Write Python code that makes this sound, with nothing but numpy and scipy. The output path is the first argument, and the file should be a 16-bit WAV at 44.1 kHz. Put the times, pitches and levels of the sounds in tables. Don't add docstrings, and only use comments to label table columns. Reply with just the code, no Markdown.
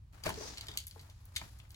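import sys
import numpy as np
from scipy import signal
from scipy.fft import rfft, irfft
from scipy.io import wavfile
from scipy.ndimage import uniform_filter1d

SR = 44100
rng = np.random.default_rng(int(sys.argv[2]) if len(sys.argv) > 2 else 0)


def pcm_store(signal):
    levels = np.round(np.clip(np.atleast_2d(signal), -1, 1) * 32767)
    wavfile.write(sys.argv[1], SR, levels.astype(np.int16).T)


N = 77175

RIGHT_LAG_S = 0.00017
SLIPS_SAME = 0.85
NEAREST_DB, NEAREST_OCTAVES = 7.5, 0.12
DETUNE = 0.015
FIRST_SLIP = 0.8


def gain_of(db):
    return 10 ** (np.asarray(db) / 20)


def evened(x):
    return x / np.sqrt(np.mean(x ** 2) + 1e-20)


def read(points, hz):
    point_hz, value = np.transpose(points)
    return np.interp(np.log(hz + 1), np.log(point_hz + 1), value)


def coloured(x, spectrum, lag_s=0):
    hz = np.fft.rfftfreq(N, 1 / SR)
    delay = np.exp(-2j * np.pi * hz * np.array([[0], [lag_s]]))
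    return evened(irfft(rfft(x) * gain_of(read(spectrum, hz)) * delay, N))


def pair(x, same):
    left, other = x
    return np.array([left, same * left + np.sqrt(1 - same ** 2) * other])


def blow_slips(rise_s, length_s):
    t = np.arange(1024) / SR
    jerks = rng.standard_normal((2, 1024))
    jerks = jerks * np.sqrt(abs(jerks))
    slips = pair(jerks, SLIPS_SAME) * np.minimum(t / rise_s, 1) * np.exp(-t / length_s)
    slips[:, round(rise_s * SR / 2)] += FIRST_SLIP * np.linalg.norm(slips[0])
    return slips


def blow_ring(modes, centre_hz, tilt_db, focus_db):
    t = np.arange(6144) / SR
    hz, mode_db, t60_s = np.transpose(modes)[:, :, None]
    octaves = np.log2(hz / centre_hz)
    nearest_db = NEAREST_DB * np.exp(-(octaves / NEAREST_OCTAVES) ** 2)
    start_db = mode_db + nearest_db + tilt_db * octaves - focus_db * octaves ** 2
    heights = gain_of(start_db - 60 * t / t60_s) / np.sqrt(t60_s)
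    tuned_hz = hz * (1 + DETUNE * rng.standard_normal((len(modes), 1)))
    tones = heights * np.sin(2 * np.pi * tuned_hz * t)
    return tones[::2].sum(0) - tones[1::2].sum(0)


def blows(events, modes, focus_db, rise_s):
    out = np.zeros((2, N + SR))
    lag = round(RIGHT_LAG_S * SR)
    for start_s, level_db, centre_hz, tilt_db, length_s, pan_db in events:
        ring = blow_ring(modes, centre_hz, tilt_db, focus_db)
        sound = signal.fftconvolve(blow_slips(rise_s, length_s), ring[None], axes=1)
        loudest = np.sqrt(np.max(uniform_filter1d((sound ** 2).mean(0), 90)))
        sound *= gain_of(level_db) / loudest
        for side in range(2):
            at = round(start_s * SR) + side * lag
            out[side, at:at + sound.shape[1]] += sound[side] * gain_of(pan_db * (0.5 - side))
    return out[:, :N]


# start_s, level_db (loudest 2 ms, before the low cut and the left-right split),
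# strongest_hz, tilt_db per octave, crackle_s (slips fade to 37 %), left_over_right_db
SNAP_EVENTS = [(.126, -66, 3940, 4, .0012, 3.5), (.2021, -66, 9900, -10, 0.0012, -9),
               (.2358, -42.5, 6440, -6, 0.0017, 6), (.2385, -38, 4550, 3, 0.0038, 3.5),
               (.253, -43, 4940, 17, 0.01, -8), (.259, -41, 4400, 0.5, 0.012, 7),
               (.266, -34.5, 2200, -4, 0.0056, 4.5), (.2902, -38.5, 6230, 8.5, 0.0066, 0),
               (.2925, -35.5, 10700, -6, .0023, 0), (.302, -43, 3040, 2.5, 0.0079, -2.5),
               (.3400, -43.5, 4600, -3, 0.004, 1.5), (.5725, -42, 4400, -4, 0.0056, -2),
               (.5807, -39, 4360, -1, 0.0033, 0), (.6092, -38, 4330, -0.5, 0.0047, 1),
               (.6675, -46.5, 4430, -1.5, .0037, 0), (.6835, -38.5, 3480, -2, .006, 2),
               (.7139, -45, 3440, -2, .0064, 3), (.738, -50, 3500, -2, .0075, 1),
               (.7726, -27, 4230, 2.5, 0.0026, 2.5), (.7780, -41, 7050, 3, 0.0014, 3),
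               (.785, -39, 8000, -4, 0.003, -2), (.802, -46, 4750, 3, .0034, -3),
               (.838, -53, 4830, 0, .0016, -2), (.8681, -36.5, 12100, 6, 0.00073, -0.5),
               (.8715, -45.5, 11200, -6, 0.0037, 1.5), (.8788, -43, 11500, 2, .004, -1),
               (.9103, -47.5, 4470, 0, 0.0043, 5), (.9933, -52, 4300, -3, 0.013, 2.5),
               (1.011, -55, 5130, 7, .0073, -3), (1.098, -55, 5030, -0.5, 0.0077, 1),
               (1.2537, -46, 14500, 6, 0.0023, -1), (1.354, -52, 4630, 0.5, 0.013, 9),
               (1.3612, -31.5, 3800, -0.5, 0.0061, 4), (1.3645, -33.5, 3130, 3.5, 0.0034, 6.5),
               (1.3672, -31.5, 4940, -4.5, 0.0015, 3.5), (1.379, -45, 3760, 4, .0028, -9),
               (1.414, -47, 2200, 3, .004, -2), (1.5874, -55, 7500, 2, 0.0075, -2),
               (1.5995, -52.5, 3130, -5, 0.0032, 6.5), (1.6508, -59.5, 1900, -11, .0023, 7),
               (1.693, -60.5, 11100, 11, .004, 3), (1.7047, -51.5, 4730, 4, 0.0021, 1),
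               (1.7165, -51, 14600, 14, .002, -1), (1.744, -51.5, 3760, -1.5, 0.0065, 4)]
# pitch_hz, level_db (relative), fade_s (to fall 60 dB)
WRAPPING_TONES = [(1300, -10, .004), (2150, -6, .007), (3050, -4, .006), (3500, -4, .006), (4000, -4, .005),
                  (4620, -4, .007), (5800, -5, .003), (6700, -4, .003), (8000, -4, .003), (10700, -1, .003),
                  (11900, -2, .003), (14600, -2, .002)]
SNAP_FOCUS_DB, SNAP_RISE_S = 2.5, 0.0012
SHEET_LOW_HZ = 1510


def snapping():
    snaps = blows(SNAP_EVENTS, WRAPPING_TONES, SNAP_FOCUS_DB, SNAP_RISE_S)
    low_cut = signal.butter(3, SHEET_LOW_HZ, "high", fs=SR, output="sos")
    return signal.sosfilt(low_cut, snaps)


# start_s, level_db (loudest 2 ms, before the left-right split),
# strongest_hz, tilt_db per octave, contact_s (slips fade to 37 %), left_over_right_db
KNOCK_EVENTS = [(.254, -42, 716, 3, .0048, 9), (.258, -37, 1800, 2, 0.0045, -2),
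                (.263, -33.5, 650, 3.5, 0.0028, 10), (.2715, -36, 188, -1.5, 0.0033, -4),
                (.277, -42, 1540, 4, 0.0034, -2), (.280, -39.5, 85.6, 2.5, 0.0057, -1),
                (.289, -36, 972, 1, 0.0036, 5), (.3005, -34.5, 935, 1.5, 0.0024, 0.5),
                (.374, -43, 440, 2.5, 0.007, -0.5), (.407, -42, 413, -1, 0.0025, 4.5),
                (.421, -50.5, 970, -4.5, 0.01, 7), (.453, -48, 440, -0.5, 0.0039, 1),
                (.498, -54.5, 327, 0, .008, 5), (.688, -56, 890, -8, 0.0042, 15),
                (.9585, -53, 963, -6.5, 0.0019, 9.5), (.962, -55, 458, 1.5, 0.0029, 4.5),
                (1.088, -61.5, 302, 13, 0.007, 4), (1.413, -41.5, 924, 4.5, 0.0039, 1.5),
                (1.417, -49.5, 198, 0.5, 0.0028, -1.5)]
# pitch_hz, level_db (relative), fade_s (to fall 60 dB)
BOX_TONES = [(85, -8, 0.16), (188.8, -1.5, 0.065), (277.6, -1, 0.062), (327, 1.5, 0.026), (440.5, 1, 0.05),
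             (654, -3.5, 0.041), (886, -1.5, 0.025), (1066, -0.5, 0.015), (1245, -2, 0.0096),
             (1528, -2.5, 0.023), (1790, -2.5, 0.015), (2380, 1.5, 0.013)]
KNOCK_FOCUS_DB, KNOCK_RISE_S = 5, 0.0013


def knocking():
    return blows(KNOCK_EVENTS, BOX_TONES, KNOCK_FOCUS_DB, KNOCK_RISE_S)


# time_s, bright_db, low_db, top_db
RUB_LEVELS = [(0, -100, -100, -105), (.11, -104, -96, -100), (0.133, -72, -63, -75), (0.228, -75, -63, -99),
              (0.263, -49, -36.5, -80), (.33, -55.5, -56.5, -92), (.41, -55.5, -51.5, -74),
              (.48, -53.5, -54, -67), (.55, -54.5, -56.5, -74), (.64, -61.5, -57.5, -79),
              (.76, -65.5, -57.5, -85), (0.808, -56, -65.5, -58), (.86, -68.5, -75.5, -72),
              (.94, -68, -71, -69), (.98, -70.5, -64, -71.5), (1.1, -73, -65.5, -75),
              (1.15, -72.5, -72.5, -78), (1.319, -76.5, -68.5, -78), (1.43, -60.5, -56.5, -63.5),
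              (1.52, -67.5, -67, -69), (1.68, -77.5, -70, -83), (1.75, -72, -68.5, -89)]
# (relative, per Hz)
RUB_BRIGHT = [(880, -66), (1500, -7.5), (2740, -5), (3400, -1.5), (4400, 0.5), (6160, -3), (7310, -2.5),
              (8330, -10), (9500, -21), (12400, -34)]
# (relative, per Hz)
RUB_DEEP = [(150, 0.5), (300, -1), (450, -8.5), (600, -4), (900, -2), (1500, -5), (2500, -10), (4000, -18)]
# (relative, per Hz)
RUB_AIRY = [(6000, -53), (8000, 2), (9300, -1), (11000, 12), (13300, 2.5), (14800, 6), (16300, -9)]
GRAINS_PER_S, GRAIN_SPREAD_DB = 1200, 2.5
GRAIN_SHARE = 0.49
FLICKER_DB = 1.5
RUB_PAN_DB, RUB_SAME = 3.5, 0.098


def rub_drive():
    sizes = gain_of(GRAIN_SPREAD_DB * np.minimum(rng.exponential(1, (2, N)), 4))
    happens = rng.random((2, N)) < GRAINS_PER_S / SR
    grains = evened(sizes * happens * rng.choice([-1, 1], (2, N)))
    noise = rng.standard_normal((2, N))
    return pair(GRAIN_SHARE * grains + (1 - GRAIN_SHARE) * noise, RUB_SAME)


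def rubbing():
    time_s, bright_db, low_db, top_db = np.transpose(RUB_LEVELS)
    t = np.arange(N) / SR
    wobble = uniform_filter1d(uniform_filter1d(rng.standard_normal(N), 300), 300)
    flicker_db = FLICKER_DB * evened(wobble)
    out = 0
    for level_db, spectrum in ((bright_db, RUB_BRIGHT), (low_db, RUB_DEEP), (top_db, RUB_AIRY)):
        band = coloured(rub_drive(), spectrum, RIGHT_LAG_S)
        out = out + band * gain_of(np.interp(t, time_s, level_db) + flicker_db)
    return out * gain_of([[RUB_PAN_DB / 2], [-RUB_PAN_DB / 2]])


# pitch_hz, width_hz, level_db (relative)
TAUT_BANDS = [(4860, 130, -2), (5330, 250, -1.5), (5900, 200, 0.5)]
TEAR_S, TEAR_SPREAD_S = 0.444, 0.07
TEAR_DB, TEAR_SLIPS_PER_S = -49, 2800


def tearing():
    t = np.arange(N) / SR
    slips = rng.standard_normal((2, N)) * (rng.random(N) < TEAR_SLIPS_PER_S / SR)
    drive = pair(slips, RUB_SAME)
    hiss = np.zeros((2, N))
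    for hz, width_hz, db in TAUT_BANDS:
        hiss += gain_of(db) * signal.lfilter(*signal.iirpeak(hz, hz / width_hz, fs=SR), drive)
    swell = np.exp(-((t - TEAR_S) / TEAR_SPREAD_S) ** 2)
    sides_db = np.array([[RUB_PAN_DB / 2], [-RUB_PAN_DB / 2]])
    return gain_of(TEAR_DB + sides_db) * evened(hiss) * swell


# pitch_hz, fade_s (to fall 60 dB)
ROOM_FADE = [(200, 0.52), (1000, 0.16), (4000, 0.19), (12000, 0.13)]
ROOM_DB = -8


def room(x):
    taps = np.zeros((2, SR // 2))
    at = np.arange(120, SR // 2 - 20, 20) + rng.integers(0, 20, (2, (SR // 2 - 121) // 20))
    np.put_along_axis(taps, at, rng.choice([-1., 1.], at.shape), 1)
    hz, t, bands = signal.stft(taps, SR, nperseg=256)
    fade = gain_of(-60 * t / read(ROOM_FADE, hz)[:, None])
    tail = signal.istft(bands * fade, SR, nperseg=256)[1]
    return signal.fftconvolve(x, tail / np.linalg.norm(tail[0]), axes=1)[:, :N]


# (relative, per Hz)
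RUMBLE_COLOUR = [(8.8, -54), (15, -30), (26, -15.5), (50, -1), (81, -1), (111, -4.5), (151, -17),
                 (199, -25.5), (265, -32.5), (520, -58)]
# (relative, per Hz)
HISS_COLOUR = [(180, -35), (300, 3), (522, -4), (1060, -3), (1500, -9), (4240, -12), (16500, -28.5)]
RUMBLE_DB, HISS_DB = -53.5, -77.5
RUMBLE_SAME = 0.975


def background():
    rumble = coloured(pair(rng.standard_normal((2, N)), RUMBLE_SAME), RUMBLE_COLOUR)
    hiss = coloured(rng.standard_normal((2, N)), [(150, -59)] + HISS_COLOUR)
    return gain_of(RUMBLE_DB) * rumble + gain_of(HISS_DB) * hiss


def scene():
    hits = snapping() + knocking()
    return hits + gain_of(ROOM_DB) * room(hits) + rubbing() + tearing() + background()


# pitch_hz, width_hz
HOUSING_DIPS = [(9300, 160), (13300, 3100)]
NOTCH_DEPTH = 0.7
BASS_ALIKE_HZ = 120
EDGE_HZ = 16300


def record(dry):
    mid = dry.mean(0)
    side = signal.lfilter(*signal.butter(1, BASS_ALIKE_HZ, "high", fs=SR), dry[0] - mid)
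    heard = np.array([mid + side, mid - side])
    for hz, width_hz in HOUSING_DIPS:
        around_dip = signal.lfilter(*signal.iirpeak(hz, hz / width_hz, fs=SR), heard)
        heard = heard - NOTCH_DEPTH * around_dip
    band_limit = signal.firwin(511, EDGE_HZ, window=("kaiser", 9), fs=SR)
    return signal.oaconvolve(heard, band_limit[None], "same")


dry = scene()
out = record(dry)
pcm_store(out)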